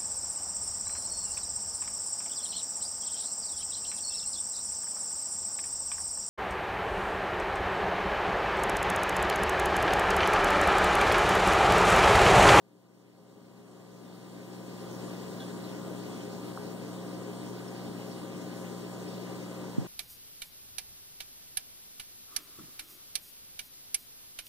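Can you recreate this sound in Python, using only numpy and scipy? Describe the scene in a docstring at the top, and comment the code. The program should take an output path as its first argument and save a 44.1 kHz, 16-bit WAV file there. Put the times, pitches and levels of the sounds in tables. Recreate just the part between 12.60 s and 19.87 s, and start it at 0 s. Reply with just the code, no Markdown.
"""A steady hum and buzz fills a quiet room, with faint whines, rumble, hiss and trickling water; it fades in.
Two small pops are heard, and knocks on the camera body at the end. Two microphone ports some distance apart
hear aquarium pumps and fans: motors and rotors are sums of sines, and the buzz is one repeated cycle.
Rumble and hiss are shaped noise, splashes are dying noise bursts, pops are short falling tones,
and knocks are two dying resonances."""
import sys
import numpy as np
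from scipy import signal
from scipy.fft import rfft, irfft, next_fast_len
from scipy.io import wavfile
from scipy.ndimage import uniform_filter1d

SR = 44100
rng = np.random.default_rng(int(sys.argv[2]) if len(sys.argv) > 2 else 0)


def store_wav(level_fs):
    """Save 16-bit WAV to argv[1]."""
    pcm = np.round(np.clip(np.atleast_2d(level_fs), -1, 1) * 32767)
    wavfile.write(sys.argv[1], SR, pcm.T.astype(np.int16))


N = 320607  # length in samples

MAINS_HZ = 60.006
EDGE_HZ = 15740  # top of the heard band
# above IN_STEP_HZ the left channel falls about half a cycle further behind every HALF_TURN_HZ
IN_STEP_HZ, HALF_TURN_HZ = 1245, 1208
# the strongest motor tones, levels before the fade-in and wavering:
# (multiple of the mains, left level [dB rms], right level [dB rms])
MOTOR_TONES = [(2, -53.0, -51.0), (3, -46.2, -47.2), (4, -49.5, -61.8), (5, -54.3, -59), (6, -52.2, -54.5),
               (7, -58.8, -72), (8, -60.5, -84.9), (9, -54.9, -57.4), (10, -64.5, -66.6),
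               (11, -61.8, -72.0), (13, -62.6, -65.1), (14, -69.4, -71.7), (16, -59.9, -64.2),
               (17, -60, -65.5), (18, -65.6, -74.8), (20, -66.4, -66.5), (29, -72.1, -70.7),
               (33, -74.9, -73.8), (37, -72.0, -71.7), (38, -74.0, -75.2)]


def gain_of(db):
    """Turns decibels into a factor that multiplies the sound wave."""
    return 10 ** (np.asarray(db) / 20)


def read(points, hz):
    """Reads a table's columns at any pitch, by straight lines over the logarithm of frequency."""
    f, *columns = np.transpose(points)
    return np.array([np.interp(np.log(hz + 1), np.log(f + 1), c) for c in columns])


def add(mix, s, sound):
    """Mixes a sound in at a time in seconds, cutting off what runs past the end."""
    part = mix[..., round(s * SR):][..., :sound.shape[-1]]
    part += sound[..., :part.shape[-1]]


def drift(fastest_hz, count):
    """Slow random curves of rms 1: sums of 16 slow sines, the slower ones stronger."""
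    t = np.arange(0, N + 256, 256) / SR
    hz = np.geomspace(.2, fastest_hz, 16)
    angle = 2 * np.pi * (hz[:, None] * t + rng.random((count, 16, 1)))
    waves = np.sin(angle) / hz[:, None] ** 0.37
    curves = waves.sum(1)
    curves /= curves.std(1, keepdims=True)
    return [np.interp(np.arange(N) / SR, t, c) for c in curves]


def ports(hz):
    """How alike left and right are set to be (0-1), and by how many radians the left one leads."""
    # (frequency [Hz], lead of the left [radians])
    bass_lead = [(60, 3.4), (110, 0.7), (300, 0.11), (1100, 0.54)]
    # in narrow bands around these pitches left and right are made fully alike, in or out of phase; near # 2.45
    # kHz their sum falls silent: whole half turns, within alike_hz, blending out over alike_fade_hz, only #
    # below alike_top_hz
    alike_hz, alike_fade_hz, alike_top_hz = 112, 195, 4000
    # elsewhere: (frequency [Hz], left-right likeness [0-1])
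    likeness = [(60, 0.8), (300, 0.56), (1100, 0.78), (1640, 0.54), (2140, 0.87), (2650, 0.99),
                (2900, 0.47), (3360, 0.83), (4050, 0.57), (4730, 0.83), (6700, 0), (7300, 0.58),
                (11800, 0.23), (15800, 0.3)]
    turns = (hz - IN_STEP_HZ) / HALF_TURN_HZ
    whole = np.maximum(np.round(turns), 0)
    distance_hz = abs(turns - whole) * HALF_TURN_HZ
    alike = np.clip(1 - (distance_hz - alike_hz) / alike_fade_hz, 0, 1) * (hz < alike_top_hz)
    usual_likeness = np.clip(read(likeness, hz)[0], 0, 1)
    usual_lead = np.where(turns < 0, read(bass_lead, hz)[0], -np.pi * turns)
    usual = np.array([usual_likeness, usual_lead])
    fully_alike = np.array([np.ones_like(whole), -np.pi * whole])
    return (1 - alike) * usual + alike * fully_alike


def port_pair(left, other, level_db, hz):
    """Spectra at the two ports: partly shared, phase-shifted, and equally loud where fully shared."""
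    same, lead = ports(hz)
    right = same * left * np.exp(-1j * lead) + np.sqrt(1 - same ** 2) * other
    even = same ** 20  # near 1 only where left and right are almost fully alike
    return np.array([left, right]) * gain_of((1 - even) * level_db + even * level_db.mean(0))


def port_noise(spectrum):
    """Random noise shaped to a spectrum for each port, with cabinet and housing resonances lifting it."""
    # (resonance [Hz], width [Hz], left lift [dB], right lift [dB])
    housings = [(152, 15, 4, 4), (200, 15, 4, 4), (295, 24, 6, 6), (340, 12, 3, 3), (411, 18, 10.5, 7.5),
                (432, 10, 4, 4), (525, 30, 6, 6), (770, 50, 5, 4), (900, 40, 3, 3), (1490, 60, 3, 3),
                (1950, 150, 2, 2), (6110, 50, 3, 5), (12520, 50, 3, 2), (14255, 70, 2, 8),
                (14530, 90, 2, 7)]
    size = next_fast_len(N)
    hz = np.fft.rfftfreq(size, 1 / SR)
    level_db = read(spectrum, hz)
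    for peak_hz, width, *lift_db in housings:
        level_db = level_db + np.outer(lift_db, 1 / (1 + (2 * (hz - peak_hz) / width) ** 2))
    left, other = rfft(rng.standard_normal((2, size)))
    return irfft(port_pair(left, other, level_db, hz) * np.sqrt(SR / 2), size)[:, :N]


def patchy(x, patch_db, count):
    """Raises and lowers random patches, count times 86 Hz wide and under a tenth of a second long."""
    z = signal.stft(x, nperseg=512)[2]
    patches = rng.standard_normal(z.shape[:0:-1]).T  # one pattern for both ports
    for _ in range(2):
        patches = uniform_filter1d(patches, size=count, axis=0)
        patches = uniform_filter1d(patches, size=8, axis=1)
    lifted = z * gain_of(patch_db * patches / patches.std())
    return signal.istft(lifted, nperseg=512)[1][:, :N]


def tones(rows, wander, waver_db, scatter):
    """Sines with phases scattered over a share of a cycle, whose pitch and level waver a little."""
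    out, t = np.zeros((2, N), np.float32), np.arange(N) / SR
    slips, swells = drift(3.03, count=2), drift(6, count=4)
    clocks = [t + wander * np.cumsum(s) / SR for s in slips]  # time running slightly fast or slow
    gains = [np.sqrt(2) * gain_of(waver_db * s).astype(np.float32) for s in swells]  # rms to peak
    for k, (hz, left_db, right_db, lead) in enumerate(rows):
        cycles = hz * clocks[k % 2] + scatter * rng.random()
        angle = (2 * np.pi * (cycles % 1)).astype(np.float32)
        out[0] += gain_of(left_db) * gains[k % 4] * np.sin(angle)
        out[1] += gain_of(right_db) * gains[k % 4] * np.sin(angle - lead)
    return out


def air_and_water():
    """Low noise as the rumble of the housings, and higher noise as hiss that flickers with the flow."""
    # both before the housing lift, patches, drift and fade-in:
    # (frequency [Hz], left density [dB per Hz], right density [dB per Hz])
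    rumble_spectrum = [(35, -100, -99), (55, -91, -88), (79, -85, -82.5), (112, -87, -80),
                       (138, -75.5, -79), (218, -71, -71.5), (360, -69, -73.5), (480, -76, -79),
                       (586, -76.5, -79), (847, -82.5, -84.5), (990, -84.5, -86), (1190, -83, -83),
                       (1415, -91, -90.5), (1486, -91, -88), (1720, -110, -110)]
    hiss_spectrum = [(1350, -110, -110), (1480, -90.5, -89), (2170, -91, -93.5), (2400, -88, -92),
                     (3670, -93.5, -93.5), (4600, -93, -88.5), (5720, -99.5, -94), (6950, -91.5, -100),
                     (8900, -96, -97), (9700, -99.3, -99.7), (13000, -102.3, -102.2), (13700, -103, -103),
                     (14600, -102, -102), (15700, -102.5, -102)]
    slow, flicker = drift(4.3, count=1)[0], drift(14, count=1)[0]
    rumble = patchy(port_noise(rumble_spectrum), patch_db=1.4, count=2) * gain_of(0.43 * slow)
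    hiss = patchy(port_noise(hiss_spectrum), patch_db=1.3, count=16) * gain_of(0.45 * flicker)
    return rumble + hiss


def buzz():
    """A faint buzz: one mains cycle of weak multiples with scattered levels, repeated."""
    # typical level before scatter, evening out and fade-in: (frequency [Hz], level [dB rms])
    buzz_levels = [(1200, -83), (1900, -78), (2500, -82), (3100, -81), (4500, -85), (6000, -89),
                   (7500, -85), (9300, -91.5), (9600, -110)]
    count = 4096  # points in the cycle
    k = np.arange(count // 2 + 1)
    strong = np.isin(k, [row[0] for row in MOTOR_TONES])
    weak = (k > 13) & (k * MAINS_HZ < EDGE_HZ) & ~strong
    level_db = read(buzz_levels, k * MAINS_HZ) + 4.2 * rng.standard_normal((2, len(k)))
    left, other = weak * np.exp(2j * np.pi * 0.59 * rng.random((2, len(k))))
    cycle = irfft(port_pair(left, other, level_db, k * MAINS_HZ)) * count / np.sqrt(2)
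    place = np.arange(N) * MAINS_HZ / SR % 1 * count
    return np.array([np.interp(place, np.arange(count), c, period=count) for c in cycle])


def rotors():
    """Blade tones that weaken with pitch; the higher ones are equally loud at both ports."""
    # four rotors, levels before the wavering and fade-in: (base pitch [Hz], multiples heard,
    # left level of the lowest one [dB rms], right level of the lowest one [dB rms])
    rotor_tones = [(130.6, (4, 5, 6), -63.5, -66.5), (228.15, (2, 3, 4, 8), -62.5, -64.5),
                   (237.2, (3, 4, 6, 8, 11, 15), -63.5, -65.5), (313.6, (2, 4, 7), -68, -74)]
    db_per_octave = -9
    rows = []
    for base_hz, multiples, *db in rotor_tones:
        for k in multiples:
            hz = k * base_hz
            sides = np.array(db) if hz < IN_STEP_HZ else np.full(2, np.mean(db))
            levels = sides + db_per_octave * np.log2(k / multiples[0])
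            rows.append((hz, *levels, ports(hz)[1]))
    return tones(rows, wander=0.00062, waver_db=2.5, scatter=0.97)


def splash(db, hz, width, t60):
    """A narrow band of noise that starts within a millisecond and dies by 60 dB in t60 seconds."""
    t = np.arange(6000) / SR
    band = signal.butter(1, [hz - width / 2, hz + width / 2], "bandpass", fs=SR, output="sos")
    noise = signal.sosfilt(band, rng.standard_normal(len(t) + 999))[999:]  # skips the filter's start
    return gain_of(db - 60 * t / t60) * np.minimum(t / .001, 1) * noise / noise.std()


def trickle(per_s, faint_db):
    """Louder splashes at set times and fainter ones at random, shifted in phase between the ports."""
    # level is the noise's rms before onset, decay and fade-in:
    # (time [s], level [dB], pitch [Hz], time to die by 60 dB [s])
    loud_splashes = [(2.8015, -48, 3420, .22), (2.802, -53, 3950, .07), (2.802, -57, 4350, .05),
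                     (2.805, -51, 1550, .18), (3.0405, -50, 4000, .11), (3.038, -52, 4900, .06),
                     (3.519, -57, 3330, .25), (3.607, -55, 3150, .09), (4.389, -57.5, 3390, .07),
                     (5.079, -54, 5300, .1), (5.516, -54, 4700, .1), (6.479, -54, 5200, .1)]
    size = next_fast_len(N)
    water = np.zeros(size)
    for s, db, hz, t60 in loud_splashes:
        add(water, s, splash(db, hz, .045 * hz, t60))  # band width is a share of the pitch
    for when, pitch, softness, chance in rng.random((60, 4)):
        if chance < per_s * N / SR / 60:  # gives per_s splashes a second on average
            add(water, when * N / SR, splash(faint_db - 5 * softness, 3600 * 2.4 ** pitch, 900, .12))
    lead = ports(np.fft.rfftfreq(size, 1 / SR))[1]
    return irfft(rfft(water) * np.exp(-1j * np.outer([0, 1], lead)), size)[:, :N]


def pops():
    """Small pops: a few cycles of falling pitch that swell and fade within milliseconds."""
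    # (time of the centre [s], peak level [dB], pitch at the centre [Hz], half length [s])
    pop_list = [(3.9760, -28.5, 1200, .0011), (7.0442, -38.5, 1000, .001)]
    fall_hz_per_s = 200000
    out, t = np.zeros((2, N)), np.arange(-441, 441) / SR
    late = np.array([[.0003], [0]])  # seconds: the pops swell later at the left port
    for s, db, hz, half in pop_list:
        swell = np.exp(-((t - late) / half) ** 2)
        wave = np.cos(2 * np.pi * (hz - fall_hz_per_s * t / 2) * t)
        add(out, s + t[0], gain_of(db) * swell * wave)
    return out


def knocks():
    """Short pushes make the camera body ring at two pitches, with opposite swings at the two ports."""
    # level before the push, bass filter and rescaling:
    # (pitch [Hz], level [dB], time to die by 60 dB [s], direction of the first swing [-1 or 1])
    body = [(235, 0, .0133, -1), (124, -26, .085, 1)]
    # (time [s], left peak level [dB], right peak level [dB])
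    knock_list = [(7.1808, -15.3, -14), (7.2204, -36, -29)]
    out, t = np.zeros((2, N)), np.arange(8000) / SR
    push = 1 - np.exp(-(t / .0054) ** 2)  # builds over 5.4 ms
    ring = 0
    for hz, db, t60, swing in body:
        ring = ring + swing * gain_of(db - 60 * t / t60) * np.sin(2 * np.pi * hz * t) * push
    # the microphone drops deep bass
    ring = signal.sosfilt(signal.butter(3, 65, "highpass", fs=SR, output="sos"), ring)
    ring = ring / abs(ring).max()
    for s, left_db, right_db in knock_list:
        add(out, s + .0002, np.outer([-gain_of(left_db), 0], ring))  # the left starts slightly later
        add(out, s, np.outer([0, gain_of(right_db)], ring))
    return out


def motors():
    """Strong multiples of the mains, partly in step: one jolt a cycle; the highest are opposite at the ports."""
    rows = []
    for k, *db in MOTOR_TONES:
        if k in (4, 6, 8):
            lead = 2.0  # radians: these reach the left port early
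        elif k > 20:
            lead = np.pi
        else:
            lead = ports(k * MAINS_HZ)[1]
        rows.append((k * MAINS_HZ, *db, lead))
    return tones(rows, wander=1e-5, waver_db=0.6, scatter=0.27)


def scene():
    """Sums all the sources at the two ports."""
    background = air_and_water() + buzz() + rotors()
    water = trickle(per_s=7, faint_db=-56)
    return background + water + pops() + knocks() + motors()


def record(dry):
    """Fades the scene in, adds a faint steady noise that does not fade, then cuts the highest treble."""
    # density before the housing lift: (frequency [Hz], left density [dB per Hz], right density [dB per Hz])
    steady_spectrum = [(1000, -135, -135), (6000, -124, -124), (15700, -122, -122)]
    fade_s, fade_db_per_s = 2.363, 9  # the level climbs steadily until fade_s
    fade_db = fade_db_per_s * np.minimum(np.arange(N) / SR - fade_s, 0)
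    faded = dry * gain_of(fade_db) + port_noise(steady_spectrum)
    treble_cut = signal.firwin(2047, EDGE_HZ, window=("kaiser", 9), fs=SR)
    return signal.oaconvolve(faded, treble_cut[None], "same")


dry = scene()
out = record(dry)
store_wav(out)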